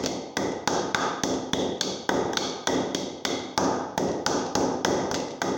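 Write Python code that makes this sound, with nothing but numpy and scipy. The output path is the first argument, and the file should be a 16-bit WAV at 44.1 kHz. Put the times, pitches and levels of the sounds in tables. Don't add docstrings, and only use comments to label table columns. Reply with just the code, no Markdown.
import sys
import numpy as np
from scipy import signal
from scipy.fft import rfft, irfft, next_fast_len
from scipy.io import wavfile
from scipy.ndimage import uniform_filter1d, minimum_filter1d

SR = 44100
rng = np.random.default_rng(int(sys.argv[2]) if len(sys.argv) > 2 else 0)


def dump(signal):
    limited = np.clip(np.atleast_2d(signal).T, -1, 1)
    pcm = np.round(limited * 32767).astype(np.int16)
    wavfile.write(sys.argv[1], SR, pcm)


N = 245637

# frequency in Hz, level in dB per Hz.
RUSH_SPECTRUM = [(20, -19), (80, -14), (300, 24), (900, 46), (2500, -57), (6000, -50), (16000, -45)]
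# frequency in Hz, time to fall by 60 dB in seconds.
ECHO_DECAY = [(80, 1.0), (250, 0.91), (800, 1), (1500, 0.97), (3500, 0.88), (6300, 0.66), (9000, 0.48),
              (15000, 0.29)]
# frequency in Hz, level in dB.
ECHO_SPECTRUM = [(60, -34), (200, -2), (450, -25.5), (650, 8), (900, 2), (1100, 6), (1240, 9), (1380, -6.5),
                 (1560, -6.5), (2000, 0.5), (2750, 6), (3400, -1.5), (4500, 1), (9000, 2.5)]
# start in seconds, level of the first snap in dB, number of snaps.
SEEDS = [(0.047, -30, 1), (0.0707, -30, 1), (1.782, -48, 1), (1.833, -27, 1), (2.123, -37, 1),
         (2.959, -37, 2), (4.1156, -37.5, 1), (4.464, -36, 1), (5.149, -27, 3), (5.3071, -39, 2)]
# frequency in Hz, level in dB per Hz.
SNAP_SPECTRUM = [(500, -1), (1600, -5), (2700, -2), (3600, 5.5), (6300, 2), (9000, -9), (16000, -29)]
# frequency in Hz, level in dB per Hz.
BOOM_SPECTRUM = [(20, -36), (45, -19), (75, -11.5), (150, -5), (225, 0), (270, 3), (350, 3), (540, 1.5),
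                 (640, -6), (800, -6.5), (1100, -26), (2000, -77)]
# frequency in Hz, typical level in dB.
STANDING_WAVES = [(91, -25), (124, -27.5), (190, -18), (260, -12), (294, -14), (405, -17.5), (450, -20),
                  (499, -20), (577, -18.5), (701, -20.5)]
# time in seconds, force in dB, place from 0 (floor) to 1 (wall),
# bareness from 0 (thick paste) to 1 (bare wood), slant of the pestle from 0 to 1, extra ring of the wall in dB.
STROKES = [(-0.09, -1, 0.58, .26, 0.82, -5), (0.0382, -9, .02, 0.07, .19, -5),
           (0.0611, -3, 0.87, 0.052, 0.61, -3), (0.37, 1, 0.4, 0.32, 0.99, -4),
           (0.676, 4, 0.53, 0.66, .38, 0.5), (0.9472, 1.5, 0.68, 1.0, 0.95, -0.5),
           (1.236, 3, 0.5, 0.22, 0.45, 0), (1.5339, 2, 0.33, 0.063, 0.72, 9),
           (1.8113, 1.5, 0.96, 0.28, 0.4, 0.5), (2.0922, 2.5, 0.098, 0.51, 0.9, 3),
           (2.3336, -10.5, 0.038, 0.34, 0.54, 6), (2.3719, 2, 1, 0.54, 0.74, -1.5),
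           (2.6728, 4.5, 0.38, 0.37, .87, 1.5), (2.9478, -0.5, 0.73, 0.046, 0.54, 1.5),
           (3.2519, 2.5, 0.79, .4, 0.92, -0.5), (3.578, 3, 0.18, 0.73, 0.2, 2),
           (3.9787, 1.3, 0.15, 0.19, .7, -2), (4.2644, 3.5, 0.51, 0.62, 0.14, 0),
           (4.5538, 3.5, 0.21, 0.4, 0.32, -2), (4.8483, 6.5, 0.39, 0.43, 0.79, -3.5),
           (5.1141, -6.5, 0.2, 0.31, .25, -2), (5.1438, -5, 0.69, 0.28, 0.85, -4.5),
           (5.4183, 0, 0.34, 0.51, 0.93, -3)]
# frequency in Hz, level in dB, time to fall by 60 dB in seconds.
WOOD_MODES = [(132, -5, 0.0068), (266, 3, 0.015), (466, -2, 0.043), (650, -15.5, 0.026),
              (856.4, -3.5, 0.025), (1080, -25, 0.0011), (1344, -13, 0.0094), (1529, -7, 0.018),
              (1923, -3.5, 0.019), (3381, -3, 0.018), (3677, -6.5, 0.015), (4435, -6.5, 0.0097),
              (5610, -3, 0.0021), (6194, -4, 0.0038)]
FAMILY_BORDERS = [600, 1050, 1800, 2700, 4000, 5000]
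FAMILY_LEVELS = [(-18.5, -9, -17, -7), (-24, -14, 16, -1.5), (-29.5, -4, 21, 1), (-44, -3.5, -4.5, 20.5),
                 (-41, 13, 2.5, 6.5), (-44, 25.5, 4, -6), (-28, 3.5, 4, -4.5)]
# frequency in Hz, level in dB.
MICROPHONE_RESPONSE = [(20, -16), (70, -5.5), (6600, -5.5), (7200, -8), (8200, -16), (10000, -21),
                       (13600, -29), (14900, -17.5), (15400, -16), (16000, -13)]

LEAD = SR // 4
TOP_HZ = 15900
RING_FAMILY = 4
NOTE_LOW_HZ, NOTE_HIGH_HZ, NOTE_WALL_RISE = 1800, 2700, 0.16
BOOM_DB, BOOM_WALL_DB = -6.5, -9.5
GRIT_DB, GRIT_WALL_DB = -28, 0.5
CONTACT_S, CONTACT_FORCE_DB, CONTACT_BARE_DB = 0.0059, -0.73, -15
SNAP_GAP_S, SNAP_LOSS_DB = 0.0091, 4
STRAY_DB, STRAY_WITHIN_S = -39, 0.15


def amp(db):
    return 10 ** (np.asarray(db) / 20)


def norm(x):
    return x / np.sqrt(np.sum(x ** 2) + 1e-20)


def burst(x):
    return norm(x) * np.sqrt(SR / 100)


def along(points, hz):
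    f, v = np.transpose(points)
    return np.interp(np.log(hz + 1), np.log(f + 1), v)


def filtered(x, gain_at):
    size = next_fast_len(len(x) + 4096)
    hz = np.fft.rfftfreq(size, 1 / SR)
    return irfft(rfft(x, size) * gain_at(hz), size)[:len(x)]


def coloured(x, spectrum):
    return filtered(x, lambda hz: amp(along(spectrum, hz)))


def causal(x, spectrum):
    size = 4096
    hz = np.fft.rfftfreq(size, 1 / SR)
    cepstrum = irfft(np.log(amp(along(spectrum, hz))))
    cepstrum[1:size // 2] *= 2
    cepstrum[size // 2 + 1:] = 0
    impulse = irfft(np.exp(rfft(cepstrum)))
    return signal.fftconvolve(x, impulse)[:len(x)]


def add(track, s, x):
    part = track[max(LEAD + round(s * SR), 0):][:len(x)]
    part += x[:len(part)]


def ambience():
    noise = coloured(rng.standard_normal(N), RUSH_SPECTRUM)
    return amp(-46.5) * noise / noise.std()


def swell(t, first, build):
    return first + (1 - first) * (1 - np.exp(-(t / build) ** 2))


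def reverberation(spectrum, first, build):
    hz, t, noise = signal.stft(rng.standard_normal(SR), SR, nperseg=256)
    decay = amp(-60 * t / along(ECHO_DECAY, hz)[:, None])
    tail = signal.istft(noise * decay, SR, nperseg=256)[1][:SR]
    thickening = swell(np.arange(SR) / SR, first, build)
    return coloured(norm(tail * thickening), spectrum)


def shifted(walls, fresh, change):
    return np.sqrt(1 - change) * walls + np.sqrt(change) * fresh


def snap_times():
    snaps = []
    for s, db, count in SEEDS:
        for k in range(round(count)):
            snaps.append((s + k * SNAP_GAP_S, db - k * SNAP_LOSS_DB))
    for s, *_ in STROKES:
        snaps.append((s + STRAY_WITHIN_S * rng.random(), STRAY_DB + rng.normal(0, 2)))
    return snaps


def spices():
    snaps = np.zeros(LEAD + N)
    t = np.arange(SR // 50) / SR
    fade = amp(-60 * t / 0.021)
    for s, db in snap_times():
        snap = causal(rng.standard_normal(len(t)) * fade, SNAP_SPECTRUM)
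        add(snaps, s, amp(db) * burst(snap))
    echoes = reverberation(ECHO_SPECTRUM, first=1.0, build=0.033)
    return snaps + amp(-7.5) * signal.fftconvolve(snaps, echoes)[:len(snaps)]


def bench():
    boom = np.zeros(LEAD + N)
    t = np.arange(SR) / SR
    echoes = lambda: reverberation(BOOM_SPECTRUM, first=0.4, build=0.045)
    walls = echoes()
    for s, force_db, wall, *_ in STROKES:
        sound = amp(-3.5) * norm(shifted(walls, echoes(), change=0.35))
        for hz, db in STANDING_WAVES:
            tone = np.sin(2 * np.pi * (hz * t + rng.random()))
            wave = tone * amp(-60 * t / along(ECHO_DECAY, hz))
            sound += amp(db + rng.normal(0, 0.99)) * norm(wave * swell(t, first=0.67, build=0.02))
        add(boom, s, amp(BOOM_DB + force_db + BOOM_WALL_DB * wall) * burst(sound))
    return boom


def landing_levels(force_db, wall, bare, slant, ring_db):
    landing = [1, *np.clip([wall, bare, slant], 0, 1)]
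    levels_db = force_db + np.array(FAMILY_LEVELS) @ landing
    levels_db[RING_FAMILY] += ring_db
    return levels_db


def struck_modes(levels_db, wall):
    modes = []
    for hz, db, t60 in WOOD_MODES:
        pitch = 1 + 0.008 * rng.standard_normal()
        if NOTE_LOW_HZ < hz < NOTE_HIGH_HZ:
            pitch += NOTE_WALL_RISE * wall ** 3
        family = np.searchsorted(FAMILY_BORDERS, hz)
        modes.append((hz * pitch, amp(db + levels_db[family]), t60))
    return modes


def knock(modes, grit, contact_time):
    t = np.arange(SR // 20) / SR
    since = t - 0.0045
    bite = np.exp(-(since / 0.0007) ** 2)
    yielding = np.exp(-np.abs(since) / np.clip(contact_time, 0.0004, 0.0026))
    contact = np.where(since < 0, bite, yielding)
    crush = lambda: contact * rng.standard_normal(len(t))
    sound = grit * burst(np.diff(contact * crush(), prepend=0))
    for hz, gain, t60 in modes:
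        ringing = np.sin(2 * np.pi * hz * t) * amp(-60 * t / t60)
        sound += gain * burst(signal.fftconvolve(crush(), ringing)[:len(t)])
    return sound


def radiated(modes, grit, hz):
    power = (grit * norm(hz)) ** 2
    for centre, gain, t60 in modes:
        width = np.log(1000) / (np.pi * t60)
        resonance = norm(1 / (1 + ((hz - centre) / width) ** 2))
        power = power + (gain * resonance) ** 2
    return np.sqrt(power * len(hz) * SR / 100)


def pestle():
    near, far = np.zeros((2, LEAD + N))
    echoes = lambda: reverberation(ECHO_SPECTRUM, first=0.88, build=0.06)
    walls = echoes()
    for s, force_db, wall, bare, slant, ring_db in STROKES:
        modes = struck_modes(landing_levels(force_db, wall, bare, slant, ring_db), wall)
        grit = amp(GRIT_DB + force_db + GRIT_WALL_DB * wall)
        contact_time = CONTACT_S * amp(CONTACT_FORCE_DB * force_db + CONTACT_BARE_DB * bare)
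        add(near, s - 0.005, knock(modes, grit, contact_time))
        pattern = shifted(walls, echoes(), change=0.68)
        answer = filtered(pattern, lambda hz: radiated(modes, grit, hz))
        add(far, s + 0.002, answer)
    near = filtered(near, lambda hz: 1j * hz / (1j * hz + 110))
    return amp(7.5) * near + amp(2) * far


def scene():
    pounding = pestle() + bench() + spices()
    return (pounding[LEAD:] + ambience())[None]


def limiter(x, threshold_db, slope, ahead, hold, recovery_db):
    power = uniform_filter1d(x ** 2, SR // 200)
    level_db = 10 * np.log10(np.abs(power) + 1e-12)
    cut_db = slope * np.maximum(level_db - threshold_db, 0)
    early, late = int(ahead * SR), int(hold * SR)
    span = early + late + 1
    cut_db = -minimum_filter1d(-cut_db, span, origin=late - span // 2)
    ramp = recovery_db * np.arange(len(x)) / SR
    cut_db = np.maximum.accumulate(cut_db + ramp) - ramp
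    return x * amp(-uniform_filter1d(cut_db, 2 * early + 1))


def record(dry):
    heard = causal(dry[0], MICROPHONE_RESPONSE)
    held = limiter(heard, threshold_db=-21.5, slope=0.48, ahead=0.015, hold=0.038, recovery_db=158)
    return filtered(held, lambda hz: hz < TOP_HZ)[None]


dry = scene()
out = record(dry)
dump(out)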